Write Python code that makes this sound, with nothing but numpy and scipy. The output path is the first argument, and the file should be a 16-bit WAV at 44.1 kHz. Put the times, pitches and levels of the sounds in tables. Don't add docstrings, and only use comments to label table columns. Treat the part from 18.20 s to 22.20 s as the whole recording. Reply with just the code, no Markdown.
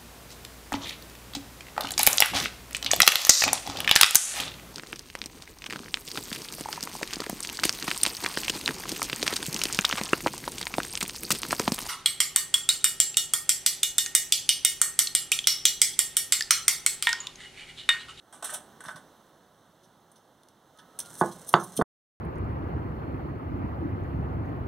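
import sys
import numpy as np
from scipy import signal
from scipy.fft import rfft, irfft
from scipy.io import wavfile
from scipy.ndimage import uniform_filter1d

SR = 44100
rng = np.random.default_rng(int(sys.argv[2]) if len(sys.argv) > 2 else 0)


def voltage_ratio(decibels):
    exponent = np.asarray(decibels, float) / 20
    return 10 ** exponent


def materialize(psi):
    bounded = np.clip(np.atleast_2d(psi).T, -1, 1)
    quanta = np.round(bounded * 32767).astype(np.int16)
    wavfile.write(sys.argv[1], SR, quanta)


N = 176400


def even(x):
    return x / np.sqrt(np.mean(x ** 2) + 1e-20)


def read(points, hz):
    point_hz, value = np.transpose(points)
    return np.interp(np.log(hz + 1), np.log(point_hz + 1), value)


def add(mix, start_s, sound):
    part = mix[round(start_s * SR):][:len(sound)]
    part += sound[:len(part)]


def colour(x, points):
    hz = np.fft.rfftfreq(x.shape[-1], 1 / SR)
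    return even(irfft(rfft(x) * voltage_ratio(read(points, hz)), x.shape[-1]))


def lean(x, centre_hz, db_per_octave):
    hz = np.fft.rfftfreq(len(x), 1 / SR) + 1
    return irfft(rfft(x) * voltage_ratio(-db_per_octave * abs(np.log2(hz / centre_hz))), len(x))


def decay(t, t60_s):
    return voltage_ratio(-60 * t / t60_s)


def rings(modes, length_s=0.5, split=0.014):
    t = np.arange(0, length_s, 1 / SR)
    out = np.zeros(len(t))
    for hz, db, t60_s in modes:
        for side in (-rng.random(), rng.random()):
            sine = np.sin(2 * np.pi * (hz * (1 + split * side) * t + rng.random()))
            out += voltage_ratio(db) * decay(t, max(t60_s, 0.01)) * sine
    return out


def grains(per_s, spread_db):
    noise = rng.standard_normal(N)
    size = voltage_ratio(spread_db * np.minimum(rng.exponential(1, N), 4))
    return noise * size * (rng.random(N) < per_s / SR)


def pair(x, other, loose):
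    other = signal.sosfilt(signal.butter(1, 800, "high", fs=SR, output="sos"), other)
    return np.array([x + loose * other, x - loose * other])


# pitch_hz, width_hz, level_db
BANGLE_BANDS = [(3700, 300, -3.5), (6230, 300, -1), (8310, 600, -12.5), (9100, 230, 4.5), (8543, 180, -5.5),
                (10260, 400, -2)]


def bangle_clicks():
    clicks = np.tile(even(grains(per_s=9800, spread_db=-1.0)), 2)
    modes = [(hz, db, 2.7 / max(width_hz, 90)) for hz, width_hz, db in BANGLE_BANDS]
    tuned = even(signal.oaconvolve(clicks, rings(modes, 0.06))[:2 * N])
    return clicks, tuned


# start_s, rustle_peak_db, plate_ring_db, t60_s, ring_pitch_hz
PICKS = [(0.1249, -36, -41, 0.28, 1080), (0.2244, -25, -23, 0.091, 784), (0.2412, -21.5, -37, 0.29, 1360),
         (0.291, -33.5, -42, 0.41, 1580), (0.3235, -37, -32, 0.17, 690), (0.3387, -21, -35, 0.11, 654),
         (0.3566, -35, -55, 0.043, 762), (0.6045, -32.5, -37.5, 0.088, 1390),
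         (0.6368, -40.5, -42, 0.32, 1480), (0.65, -51, -36.5, 0.074, 1410), (0.683, -46, -26, 0.1, 1270),
         (0.705, -44, -40, 0.12, 1210), (0.7586, -46, -38, 0.17, 1210), (2.591, -84, -40.5, 0.057, 1290),
         (2.7888, -25.5, -38.5, 0.12, 980)]
# pitch_hz, level_db
PLATE_TONES = [(600, 3), (760, 8.5), (910, -22.5), (1130, -18), (1220, 1), (1310, -27.5), (1480, 6.5),
               (1545, -0.5), (1800, -1.5), (2000, -1)]
# pitch_hz, level_db (per Hz)
RUSTLE_COLOUR = [(1180, -18), (2000, -15), (2420, -6), (3580, -9.5), (4940, -12), (6310, -8), (7250, -4),
                 (8550, 2), (16000, -34)]


def finger_picks(clicks, tuned):
    t, out = np.arange(0, 0.4, 1 / SR), np.zeros(N + SR)
    rustle = 1.63 * colour(clicks, RUSTLE_COLOUR) + 0.5 * tuned
    shake = even(grains(per_s=3300, spread_db=-7.0))
    plate = rings([(hz, db, 0.24) for hz, db in PLATE_TONES], 0.23)
    plate = plate / np.linalg.norm(plate)
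    plate_band = signal.butter(2, [500, 2100], "band", fs=SR, output="sos")
    tap = 1.4 * (abs(t - 0.0005) < 1 / SR)
    for start_s, rustle_db, ring_db, t60_s, hz in PICKS:
        here = slice(round(start_s * SR), round(start_s * SR) + len(t))
        fall = decay(t, max(t60_s, 0.02))
        add(out, start_s, voltage_ratio(rustle_db - 14.5) * fall * np.minimum(t / 0.0017, 1) * rustle[here])
        press = np.minimum(t / 0.0031, 1) * fall
        push = voltage_ratio(ring_db + 1.0) * (press ** 1.58 * shake[here] + tap)
        ring = voltage_ratio(-6.5) * signal.oaconvolve(push, plate)[:len(t)]
        ring = ring + voltage_ratio(10.0) * signal.sosfilt(plate_band, push)
        add(out, start_s, lean(ring, hz, db_per_octave=10.5))
    return out[:N]


# start_s, level_db, t60_s, rise_s, brightest_hz
CHINKS = [(0.2436, -36, .06, .001, 13000), (.298, -44, 0.041, .003, 9000), (.333, -34, 0.059, .008, 12500),
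          (.6376, -48, 0.031, 0.00056, 8600), (.656, -50, 0.14, .002, 3800), (.664, -61, 0.026, .002, 8600),
          (0.681, -51.5, 0.15, 0.0024, 3700), (0.758, -48.5, 0.11, .0008, 3800),
          (2.7893, -23.5, 0.012, .0004, 8800), (2.7921, -29, 0.011, 0.00038, 13000),
          (2.807, -42.5, 0.066, 0.001, 6500), (2.858, -45, .04, 0.0017, 6200),
          (2.939, -42.5, 0.035, .002, 8500), (2.987, -50, .05, 0.003, 8800),
          (3.0627, -48.5, 0.03, .002, 6200), (3.1216, -51, 0.073, 0.00067, 8500),
          (3.489, -53.5, 0.028, 0.0018, 8500), (3.522, -46.5, 0.046, 0.0017, 6200),
          (1.627, -61, 0.13, 0.013, 4860), (1.916, -54, 0.045, 0.00078, 9300),
          (1.957, -58, 0.14, .001, 4670), (2.233, -54, 0.016, 0.00084, 4340),
          (2.286, -50, 0.02, 0.00046, 4650), (2.574, -51, 0.018, 0.00027, 5560),
          (2.586, -50, 0.099, 0.0017, 3380), (2.801, -28.5, 0.017, 0.0019, 6260),
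          (2.844, -52, 0.075, 0.0087, 2960), (2.958, -39.5, 0.062, 0.05, 8900),
          (3.11, -46, 0.069, 0.0088, 4760), (3.264, -39.5, 0.15, 0.017, 8100),
          (3.287, -28, 0.024, 0.0055, 9200), (3.327, -37, 0.039, 0.0028, 9120),
          (3.396, -41.5, 0.12, 0.0033, 5900), (3.432, -37.5, 0.067, 0.0085, 8400),
          (3.552, -44.5, 0.094, 0.0094, 8500), (3.565, -33, 0.028, 0.0024, 8440),
          (3.568, -30, 0.034, 0.0065, 8410), (3.570, -37.5, 0.055, 0.0046, 2960),
          (3.611, -44, .08, 0.006, 8500)]


def bangle_chinks(clicks, tuned):
    t, out = np.arange(0, 0.4, 1 / SR), np.zeros(N + SR)
    ticks = [round((start_s + rise_s) * SR) for start_s, _, _, rise_s, _ in CHINKS]
    sharp = clicks + 3.5 * np.isin(np.arange(2 * N), ticks)
    crisp = even(signal.lfilter(*signal.butter(2, [2600, 14000], "band", fs=SR), sharp))
    metal = crisp + tuned
    for start_s, db, t60_s, rise_s, hz in CHINKS:
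        at = round(start_s * SR)
        rise = np.minimum(t / max(rise_s, 0.0003), 1)
        shape = rise * decay(np.maximum(t - rise_s, 0), max(t60_s, 0.01))
        burst = even(lean(metal[at:at + len(t)], hz, db_per_octave=10.5))
        add(out, start_s, voltage_ratio(db) * shape * burst)
    return out[:N]


def blow(hz, cycles):
    u = np.arange(0, cycles / hz, 1 / SR) * hz
    return -np.sin(2 * np.pi * u ** 0.88) * np.tanh(3.3 * np.sin(np.pi * u / cycles) ** 2)


# start_s, peak_db, blow_pitch_hz, cycles, body_db
KNOCKS = [
    (3.0119, -9.5, 977, 2.3, -2.5),
    (3.3397, 4, 1131, 2.0, -15.5),
    (3.5904, -13.5, 463, 2.86, -1),
    (3.6133, -12, 1073, 2.0, -1.5),
]
# pitch_hz, level_db
CRACK = [(3600, -18), (5800, -26), (11000, -36)]
# delay_s, level_db, pitch_share
ECHOES = [(.0042, -14, .9), (.0062, -8.5, .55), (0.0111, -9, .85), (.0137, -2, 1.02), (0.0173, -8.5, .95),
          (.025, -5, .9), (0.031, -16, 0.79)]
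# pitch_hz, level_db, t60_s
SLAB_TONES = [(184, 4, 0.078), (358, 3.5, .075), (428, -1.5, .07), (665, -6, .07), (730, 5.5, 0.12),
              (840, -4, .08), (910, -2, 0.073), (995, 0.5, 0.071), (1083, -4, .085), (1210, -4, .1),
              (1372, -6.5, .12), (1480, -1, .07), (1725, -2, .09), (1920, -12.5, .08)]
# pitch_hz, level_db, t60_s
ROLLER_TONES = [(3500, -35, .03), (3600, -50, .07), (4538, -34.5, 0.071), (5346, -55.5, .12),
                (6670, -52, .17)]


def knocks():
    blows, body = np.zeros(N), np.zeros(N)
    roller = rings(ROLLER_TONES, split=0.004)
    slab = rings(SLAB_TONES, split=0.0022) / len(SLAB_TONES) ** 0.5
    soft_start = np.minimum(np.arange(len(slab)) / 130, 1)
    for start_s, db, hz, cycles, body_db in KNOCKS:
        add(blows, start_s, voltage_ratio(db) * blow(hz, cycles))
        for crack_hz, crack_db in CRACK:
            add(blows, start_s + 0.0002, voltage_ratio(2.3 * db + crack_db) * blow(crack_hz, 2.2))
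        for delay_s, echo_db, share in ECHOES:
            add(body, start_s + delay_s, voltage_ratio(db + body_db + echo_db) * blow(hz * share, cycles))
        dull = signal.lfilter(*signal.butter(3, 1.8 * hz, fs=SR), slab)
        add(body, start_s + 0.0015, voltage_ratio(db + body_db - 2) * dull * soft_start)
        add(body, start_s, voltage_ratio(db + 14.0 * np.log2(hz / 1100)) * roller)
    return blows, body


# start_s, level_db, pitch_hz
THUMPS = [
    (0.662, -42.5, 160),
    (0.746, -40.5, 175),
    (3.577, -27.5, 173.4),
]


def plate_thumps():
    out = np.zeros(N)
    for start_s, db, hz in THUMPS:
        u = np.arange(0, 2 / hz, 1 / SR) * hz
        add(out, start_s, -voltage_ratio(db) * np.sin(2 * np.pi * u) * np.sin(np.pi * u / 2) ** 2)
    return out


# time_s, level_db
DRAG = [
    (2.786, -78),
    (2.9, -56),
    (3.05, -54.5),
    (3.199, -60.5),
    (3.33, -62),
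    (3.539, -60),
    (3.63, -58.5),
]
# pitch_hz, level_db (per Hz)
GRIT_COLOUR = [(35, -54), (60, -12.5), (149, 7.5), (323, -8.5), (1410, -6), (2470, -11), (3340, -11.5),
               (8920, 0.5), (16000, -18)]


def drag():
    time_s, db = np.transpose(DRAG)
    clumps = even(uniform_filter1d(uniform_filter1d(rng.standard_normal(N), 300), 300))
    press = voltage_ratio(np.interp(np.arange(N) / SR, time_s, db, left=-120) + 7.0 + 2.6 * clumps)
    return press * colour(grains(per_s=2600, spread_db=2.5), GRIT_COLOUR)


# time_s, pitch_hz, level_db
BIRD = [
    [(2.54, 1255, -62), (2.65, 1297, -74), (2.785, 1294, -61)],
    [(2.81, 1404, -60.5), (2.88, 1412, -56), (2.96, 1410, -68.5)],
]


def bird():
    out = np.zeros(N)
    for note in BIRD:
        time_s, hz, db = np.transpose(note)
        t = np.arange(time_s[0], time_s[-1], 1 / SR)
        waver_hz = 9 * even(uniform_filter1d(rng.standard_normal(len(t)), 600))
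        turns = np.cumsum(np.interp(t, time_s, hz) + waver_hz) / SR
        tone = np.sin(2 * np.pi * turns) * signal.windows.tukey(len(t), 0.3)
        add(out, time_s[0], voltage_ratio(np.interp(t, time_s, db) + 4.0) * tone)
    return out


# pitch_hz, t60_s
ROOM = [(100, 0.45), (400, 0.25), (1500, 0.24), (5000, 0.12), (14000, 0.12)]


def room(x):
    taps = np.zeros((2, SR // 2))
    jitter = rng.integers(0, 20, (2, (SR // 2 - 101) // 20))
    at = np.arange(100, SR // 2 - 20, 20) + jitter
    np.put_along_axis(taps, at, rng.choice([-1., 1.], at.shape), 1)
    hz, t, z = signal.stft(pair(*taps, loose=0.12), SR, nperseg=256)
    fall = decay(t, np.maximum(read(ROOM, hz), 0.05)[:, None])
    tail = signal.istft(z * fall, SR, nperseg=256)[1]
    return signal.fftconvolve(x[None], tail / np.linalg.norm(tail[0]), axes=1)[:, :N]


# pitch_hz, level_db (per Hz)
HUSH_COLOUR = [(18, -33), (30, -20.5), (55, -15.5), (145, 0), (740, -4), (1460, -11.5), (2410, -18),
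               (3400, -18.5), (16000, -29)]
# time_s, level_db
STIR = [
    (0, -62),
    (.3, -53.5),
    (.8, -55.5),
    (1.3, -60),
    (2.4, -61.5),
    (3.001, -52.5),
]


def hush():
    frames, hz = N // 256 + 5, np.fft.rfftfreq(1024, 1 / SR)
    a, b, c, d, patches = rng.standard_normal((frames, 513, 5)).T
    patches = even(uniform_filter1d(uniform_filter1d(patches, 10, 0), 10, 1))
    z = np.array([a + 1j * b, c + 1j * d]) * voltage_ratio(read(HUSH_COLOUR, hz)[:, None] + 0.5 * patches)
    air = even(signal.istft(z, nperseg=1024, noverlap=768)[1][:, :N])
    stir_db = np.interp(np.arange(N) / SR, *np.transpose(STIR))
    return pair(*air, loose=0.08) * voltage_ratio(stir_db - 0.33)


def scene():
    blows, body = knocks()
    body = body + plate_thumps()
    clicks, tuned = bangle_clicks()
    near = finger_picks(clicks, tuned) + bangle_chinks(clicks, tuned) + drag() + bird()
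    tail = room(voltage_ratio(-14) * blows + voltage_ratio(-9.0) * body + voltage_ratio(-10.0) * near)
    air = hush()
    scatter = rng.standard_normal(150) * voltage_ratio(-np.arange(150) / 6)
    smeared = signal.oaconvolve(near, scatter / np.linalg.norm(scatter))[:N]
    sound = pair(near, smeared, loose=0.06) * voltage_ratio(-2.0) + blows + body + tail
    return signal.lfilter(*signal.butter(4, 98, "high", fs=SR), sound) + air


def low_pass(x):
    return signal.sosfilt(signal.butter(12, 16800, fs=SR, output="sos"), x)


PORT_DELAY = [0.000384, 0.000421]
PORT_ECHO = [0.67, 1]
PORT_LEVEL = [-2.5, 0.94]


def record(dry):
    cut_s, cut_fade_s, trail_s = 3.6243, 0.0012, 0.017
    hz = np.fft.rfftfreq(N, 1 / SR)
    echo = np.array(PORT_ECHO)[:, None] * hz ** 2 / (hz ** 2 + 900 ** 2) * voltage_ratio(-0.4 * hz / 1000)
    late = np.exp(-2j * np.pi * hz * np.array(PORT_DELAY)[:, None])
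    comb = (1 - echo * late) / np.sqrt(1 + echo ** 2)
    balance = voltage_ratio(np.outer(PORT_LEVEL, 1 / (1 + (hz / 14000) ** 2)))
    x = irfft(rfft(dry) * comb * balance, N)
    x = x / (1 + (abs(x) / 0.99) ** 4) ** 0.25
    x = irfft(rfft(x) * np.clip((15900 - hz) / 300 + 0.5, 0.02, 1), N)
    after_s = np.arange(N) / SR - cut_s
    trail_fade = np.cos(np.pi / 2 * np.clip(after_s / trail_s, 0, 1))
    trail = signal.lfilter(*signal.butter(8, 3840, fs=SR), x) * voltage_ratio(-32.5) * trail_fade
    fade = np.cos(np.pi / 2 * np.clip(after_s / cut_fade_s + 0.5, 0, 1)) ** 2
    return low_pass(fade * x + (1 - fade) * trail)


dry = scene()
out = record(dry)
materialize(out)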